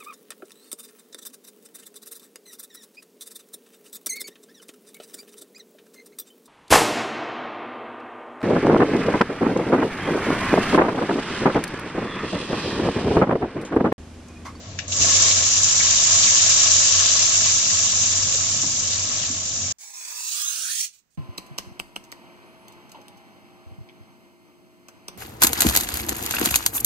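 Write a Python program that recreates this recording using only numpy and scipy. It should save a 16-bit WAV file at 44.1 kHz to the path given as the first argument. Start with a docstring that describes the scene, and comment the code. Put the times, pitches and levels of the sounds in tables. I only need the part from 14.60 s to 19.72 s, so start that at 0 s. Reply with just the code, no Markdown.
"""A gas flame rumbles under a wide metal pot of faintly sizzling oil. Metal ticks once on the pot.
Wet onion paste slides in with a plop and a gurgle, and its water flashes to steam: thousands of tiny
bubbles burst and ring in the pot. Drops spit, steam smacks through the paste, and the sizzle swells and
dips with the strokes of a ladle. Late on, the ladle bumps dully and the sizzle fades as the oil cools."""
import sys
import numpy as np
from scipy import signal
from scipy.fft import rfft, irfft, next_fast_len
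from scipy.io import wavfile

SR = 44100
rng = np.random.default_rng(int(sys.argv[2]) if len(sys.argv) > 2 else 0)


def put_to_file(sound):
    """Save the sound as 16-bit audio at rate SR, in the file named by the first command-line argument."""
    columns = np.atleast_2d(sound).T  # one column per channel
    safe = np.clip(columns, -1, 1)
    whole_steps = np.round(safe * 32767)
    wavfile.write(sys.argv[1], SR, whole_steps.astype(np.int16))


N = 225995
TIME = np.arange(N) / SR

# how hard the paste fries as it touches, lands, is spread, then cools the oil: (time [s], level [dB])
FRYING_CURVE = [(0.28, -36.5), (0.317, -32), (0.325, -27.5), (0.395, -23.5), (0.425, -19.8), (0.53, -19),
                (0.58, -18.5), (0.685, -18.5), (0.76, -21), (1.46, -20), (1.54, -17.5), (2.2, -19),
                (3.45, -22.5), (4.65, -28), (4.8, -29.5), (5.12, -29)]
FULL_DB = -20  # the point on that curve that counts as full frying
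# pitch range and EQ of the small, medium and large bubbles: (frequency [Hz], gain [dB])
FIZZ_EQ = [(2500, -27.5), (4000, -15.5), (4800, -10.5), (5500, -3.5), (6100, -0.5), (7000, 0), (7450, -1.5),
           (8000, -5.5)]
CRACKLE_EQ = [(900, -14.5), (1500, -11.5), (2000, -11), (2400, -9), (3000, -4.5), (3800, -2), (4600, -1.5),
              (6000, -3.5)]
BUBBLING_EQ = [(200, -10.5), (400, -5), (570, -4), (700, 2), (850, -10.5), (1100, 1), (1300, -3),
               (1600, -4), (2300, 0)]
# how each size follows the frying: (at full frying [dB], slope [dB/dB], oil alone [dB], flutter [dB])
FIZZ_DYNAMICS = (-20.5, 1.0, -51.5, 0.68)
CRACKLE_DYNAMICS = (-32.5, 1.13, -55, 0.63)
BUBBLING_DYNAMICS = (-43.5, 1.25, -57.5, -1.2)
# ladle strokes turn wet paste onto hot metal or smother it:
# (middle [s], length [s], crackle lift [dB], bubbling lift [dB])
LADLE_STROKES = [(1.308, 0.19, 3, 1), (1.6, 0.15, -0.5, -2), (2.032, 0.32, 1, 0), (2.477, 0.32, 2.9, 0),
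                 (2.87, 0.088, 2.6, 1.5), (3.0, 0.098, -0.5, -2), (4.12, 0.26, -1.1, -1.5),
                 (4.34, 0.12, 4.5, -1), (4.51, 0.13, 1, 4), (4.63, 0.19, 4.2, 1)]
# air resonances of the open pot: (frequency [Hz], width [Hz], lift [dB])
POT_MODES = [(561, 11, 10), (651, 26, 6.5), (675, 30, 5.5), (1118, 120, 6), (1283, 120, 5),
             (1677, 120, 4.5), (2310, 79, 5), (2720, 120, 4), (3840, 340, 2)]
# spits of hot oil: (time [s], level [dB], decay [s], pan left [dB])
OIL_SPITS = [(0.2797, -34.5, 0.0081, -7), (0.562, -20.5, 0.018, -5.5), (0.978, -11.5, 0.0031, 0),
             (1.0338, -11, 0.0036, -2), (1.0431, -12, 0.006, 11.5), (2.1183, -7.5, 0.001, -4),
             (2.96, -13.5, 0.00077, -9.5)]
# steam breaking through the paste: (time [s], level [dB], centre [Hz], width [octaves])
STEAM_SMACKS = [(0.3198, -24, 3830, 0.53), (0.711, -20, 3500, 0.39), (1.2019, -21.5, 2010, 0.25),
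                (1.633, -22, 3740, 0.18), (1.6695, -25.5, 2280, 0.14), (2.744, -28, 2820, 0.3),
                (2.8447, -27.5, 2930, 0.22)]
# one dry tick of metal on the pot: (centre [Hz], level [dB], width [octaves], decay [s], pan left [dB])
TICK_BANDS = [(1770, -31.5, 0.21, 0.01, 0.5), (2615, -31.5, 0.16, 0.012, 5), (3500, -35, 0.15, 0.012, 5.5),
              (5630, -24.5, 0.27, 0.0089, -0.5)]
# the paste meets the bottom of the pot: (time [s], level [dB], centre [Hz])
PASTE_PLOPS = [(0.398, -30, 118)]
# gurgle of the falling paste: (frequency [Hz], gain [dB])
GURGLE_EQ = [(40, -25), (120, -2.5), (300, -4.5), (450, -1), (600, -2.5), (900, -15), (1150, -8.5),
             (2000, -40)]
# the ladle bumping through the paste: (time [s], level [dB], centre [Hz], decay [s])
LADLE_BUMPS = [(3.742, -38.5, 450, 0.012), (4.030, -40.5, 850, 0.012), (4.036, -34, 263, 0.027),
               (4.698, -36.5, 250, 0.04)]
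# tone of the gas flame: (frequency [Hz], gain [dB])
FLAME_EQ = [(15, -20.5), (45, -19), (65, -22), (100, -12), (170, -18.5), (270, -18.5), (410, -24),
            (520, -19.5), (690, -19.5), (880, -31), (2000, -36)]
# strength of its rumble: (time [s], level [dB])
FLAME_LEVEL = [(0, -37), (0.5, -35.8), (3.1, -37), (3.6, -35.5), (4.35, -35), (4.85, -37.5)]
# how alike it is left and right: (frequency [Hz], likeness [0-1])
FLAME_LIKENESS = [(100, 1), (240, 0.94), (400, 0.6), (700, 1), (1500, 0.5)]
# air resonances of the stove corner: (frequency [Hz], width [Hz], lift [dB])
CORNER_MODES = [(93.9, 7.7, 18), (142, 20, 7.5), (191, 11, 8), (238.5, 12, 8), (293.5, 9.4, 5)]
# colour of the two microphone ports: (frequency [Hz], gain [dB])
LEFT_EQ = [(600, -1), (1600, 0.7), (2800, 3.5), (5000, 1.5), (5700, 3), (6150, 2.5), (6800, -3.5),
           (7500, -2.5), (8000, -1.5)]
RIGHT_EQ = [(600, -1.5), (1600, -1.5), (2800, -1), (5000, -3.5), (5900, -3), (6500, 1), (7000, 4),
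            (7500, 4), (8000, 0.5)]


def sizzle():
    """Water flashes to steam in three sizes of bubble; the pour and the ladle lift the larger two."""
    crackle_db, bubbling_db = 0.5 * pour(), 2.5 * pour()
    for middle_s, length_s, crackle_lift, bubbling_lift in LADLE_STROKES:
        arch = np.exp(-(2 * (TIME - middle_s) / length_s) ** 2)
        crackle_db += crackle_lift * arch
        bubbling_db += bubbling_lift * arch
    surge = wander(top_hz=35)  # steam escapes unevenly
    fizz = bubbles(FIZZ_EQ, ring_s=0.00013, spread_db=2.0, scatter_db=15.0, lag_s=0.00045,
                   echo_db=0.5, echo_s=0.005, count=48000, samples=52)
    crackle = bubbles(CRACKLE_EQ, ring_s=0.00031, spread_db=2.0, scatter_db=2.5, lag_s=0.0005,
                      echo_db=-0.5, echo_s=0.005, count=16000, samples=110)
    bubbling = bubbles(BUBBLING_EQ, ring_s=0.0008, spread_db=0.0, scatter_db=-3.0, lag_s=0.0003,
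                       echo_db=-10, echo_s=0.0097, count=7000, samples=260)
    crackle, bubbling = (kitchen(cloud, wet_db=-6.5, t60=0.13) for cloud in (crackle, bubbling))
    return (fry(fizz, FIZZ_EQ, FIZZ_DYNAMICS, 0, surge, band_hz=(5000, 8000))
            + fry(crackle, CRACKLE_EQ, CRACKLE_DYNAMICS, crackle_db, surge, band_hz=(1500, 4200))
            + fry(bubbling, BUBBLING_EQ, BUBBLING_DYNAMICS, bubbling_db, surge, band_hz=(1000, 1400)))


def bubbles(eq, ring_s, spread_db, scatter_db, lag_s, echo_db, echo_s, count, samples):
    """Bursting bubbles: each a short ping with its own moment, pitch, strength and place in the pot."""
    when, pitch, strength, side, place = rng.random((count, 5)).T
    hz = eq[0][0] + pitch * (eq[-1][0] - eq[0][0])
    t = np.arange(samples) / SR
    level = amp(spread_db * np.minimum(-np.log(1 - strength), 5))  # many faint, few strong
    pings = level[:, None] * t / ring_s * np.exp(-t / ring_s) * np.sin(2 * np.pi * hz[:, None] * t)

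    def arrive(delay_s, gain):
        """All the pings, each by a path of its own length and gain."""
        start = np.round(when * N + delay_s * SR).astype(int)
        slots = start[:, None] + np.arange(samples)
        return np.bincount(slots.ravel(), (gain[:, None] * pings).ravel(), N)[:N]

    pan_db = scatter_db * (side - .5)
    ports = np.array([arrive(lag_s * place, amp(pan_db)), arrive(0, amp(-pan_db))])  # left is farther
    for port in ports:
        for _ in range(2):  # two bounces off the pot wall
            port += arrive(echo_s * rng.exponential(1, count), amp(echo_db) * rng.choice([-1, 1], count))
    return ports


def fry(pings, eq, dynamics, lift_db, surge, band_hz):
    """Bubbles ring in the pot; their level in band_hz is the quiet oil plus the paste once it touches."""
    full_db, slope, oil_db, flutter_db = dynamics
    frying_db = np.interp(TIME, *np.transpose(FRYING_CURVE))
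    paste = amp(full_db + slope * (frying_db - FULL_DB) + lift_db) * (TIME > FRYING_CURVE[0][0])
    envelope = np.hypot(paste, amp(oil_db)) * amp(flutter_db * surge)
    cloud = shaped(pings, lambda hz: amp(curve_at(eq, hz)) * resonance(POT_MODES, hz))
    in_band = shaped(cloud.mean(0), lambda hz: (hz > band_hz[0]) & (hz < band_hz[1]))
    return envelope * cloud / np.std(in_band)


def spits_and_smacks():
    """Hot oil spits in bright snaps; steam breaks through the paste in lower, wet smacks."""
    spits = sum(puff(s, db, hz=6600, octaves=0.25, decay_s=decay_s, pan_db=pan_db)
                for s, db, decay_s, pan_db in OIL_SPITS)
    smacks = sum(puff(s, db, hz, octaves, decay_s=0.012, pan_db=-2.5)
                 for s, db, hz, octaves in STEAM_SMACKS)
    return kitchen(spits + smacks, wet_db=-19.5, t60=0.2)


def metal_tick(at_s=0.1885):
    """Metal touches the pot just ahead of the pour and rings briefly in four bands."""
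    tick = sum(puff(at_s, db, hz, octaves, decay_s, pan_db)
               for hz, db, octaves, decay_s, pan_db in TICK_BANDS)
    return kitchen(tick, wet_db=-9.5, t60=0.42)


def falling_paste():
    """The paste lands with a low plop and gurgles while it runs."""
    plop = sum(puff(s, db, hz, octaves=1.0, decay_s=0.032, pan_db=-1, rise_s=0.004, mono=0.78)
               for s, db, hz in PASTE_PLOPS)
    gurgle = unit_rms(shaped(rng.standard_normal(N), lambda hz: amp(curve_at(GURGLE_EQ, hz))))
    return plop + amp(-42) * pour() * gurgle


def pour(start_s=0.325, rise_s=0.038, hold_s=0.42, fall_s=0.17):
    """Flow of paste into the pot, 0-1: it lands, runs on and tails off."""
    return np.interp(TIME, start_s + np.cumsum([0, rise_s, hold_s, fall_s]), [0, 1, 1, 0])


def ladle_bumps():
    """The ladle pushes through the paste in dull, soft-edged knocks."""
    return sum(puff(s, db, hz, octaves=0.3, decay_s=decay_s, pan_db=0, rise_s=0.004, mono=0.78)
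               for s, db, hz, decay_s in LADLE_BUMPS)


def flame():
    """Rumble of the burner, booming in the corner around the stove."""
    left, other = rng.standard_normal((2, N))
    likeness = lambda hz: np.clip(curve_at(FLAME_LIKENESS, hz), 0, 1)
    right = shaped(left, likeness) + shaped(other, lambda hz: np.sqrt(1 - likeness(hz) ** 2))
    tone = lambda hz: amp(curve_at(FLAME_EQ, hz)) * resonance(CORNER_MODES, hz)
    level_db = np.interp(TIME, *np.transpose(FLAME_LEVEL))
    return amp(level_db) * unit_rms(shaped(np.array([left, right]), tone))


def kitchen(x, wet_db, t60):
    """Adds the kitchen's dense reflections, different left and right, down 60 dB after t60 seconds."""
    t = np.arange(SR // 4) / SR
    tail = rng.standard_normal((2, len(t))) * amp(-60 * t / t60)
    tail /= np.linalg.norm(tail, axis=1, keepdims=True)
    return x + amp(wet_db) * signal.oaconvolve(x, tail, axes=1)[:, :N]


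def puff(at_s, db, hz, octaves, decay_s, pan_db, rise_s=0.0002, mono=0.15):
    """A sudden burst of noise around one pitch, dying away."""
    t = np.arange(SR // 4) / SR
    noise = rng.standard_normal((3, len(t)))
    stereo = mono * noise[0] + (1 - mono) * noise[1:]
    band = unit_rms(shaped(stereo, lambda f: np.exp(-.5 * (np.log2((f + 1) / hz) / octaves) ** 2)))
    envelope = (1 - np.exp(-t / rise_s)) * np.exp(-t / decay_s)
    burst = amp(db + np.array([[pan_db], [-pan_db]]) / 2) * band * envelope / envelope.max()
    return np.pad(burst, ((0, 0), (round(at_s * SR), N)))[:, :N]


def resonance(modes, hz):
    """Gain of a body of air with the given resonances."""
    return 1 + sum((amp(db) - 1) / (1 + 2j * (hz - centre) / width) for centre, width, db in modes)


def wander(top_hz):
    """Random modulation of rms 1, rolling off above top_hz."""
    return unit_rms(shaped(rng.standard_normal(N), lambda hz: hz / (hz + 2) / (1 + (hz / top_hz) ** 2)))


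def shaped(x, gain):
    """Filters x by gain(Hz)."""
    size = next_fast_len(x.shape[-1] + 4096)
    return irfft(rfft(x, size) * gain(np.fft.rfftfreq(size, 1 / SR)), size)[..., :x.shape[-1]]


def curve_at(points, hz):
    """Joins (Hz, value) points by straight lines on a log axis."""
    f, value = np.transpose(points)
    return np.interp(np.log(hz + 1), np.log(f + 1), value)


def amp(db):
    """Decibels to gain."""
    return 10 ** (np.asarray(db) / 20)


def unit_rms(x):
    """Scales to rms 1."""
    return x / np.sqrt(np.mean(x ** 2) + 1e-20)


def scene():
    """The sizzle up front, sharp and dull accents ringing in the pot, and the flame as a bed."""
    frying = sizzle()
    accents = metal_tick() + spits_and_smacks() + falling_paste() + ladle_bumps()
    return frying + shaped(accents, lambda hz: resonance(POT_MODES, hz)) + flame()


def record(dry):
    """Each microphone port colours the treble; a soft limiter rounds the spits; a low-pass cuts the top."""
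    ceiling, cutoff_hz = 0.93, 7720
    ports = np.array([shaped(x, lambda hz: amp(curve_at(eq, hz)))
                      for x, eq in zip(dry, (LEFT_EQ, RIGHT_EQ))])
    envelope = abs(signal.hilbert(ports))
    limited = ports / (1 + (envelope / ceiling) ** 8) ** (1 / 8)
    low_pass = signal.firwin(201, cutoff_hz, window=("kaiser", 9), fs=SR)
    return signal.oaconvolve(limited, low_pass[None], "same", axes=1)


dry = scene()
out = record(dry)
put_to_file(out)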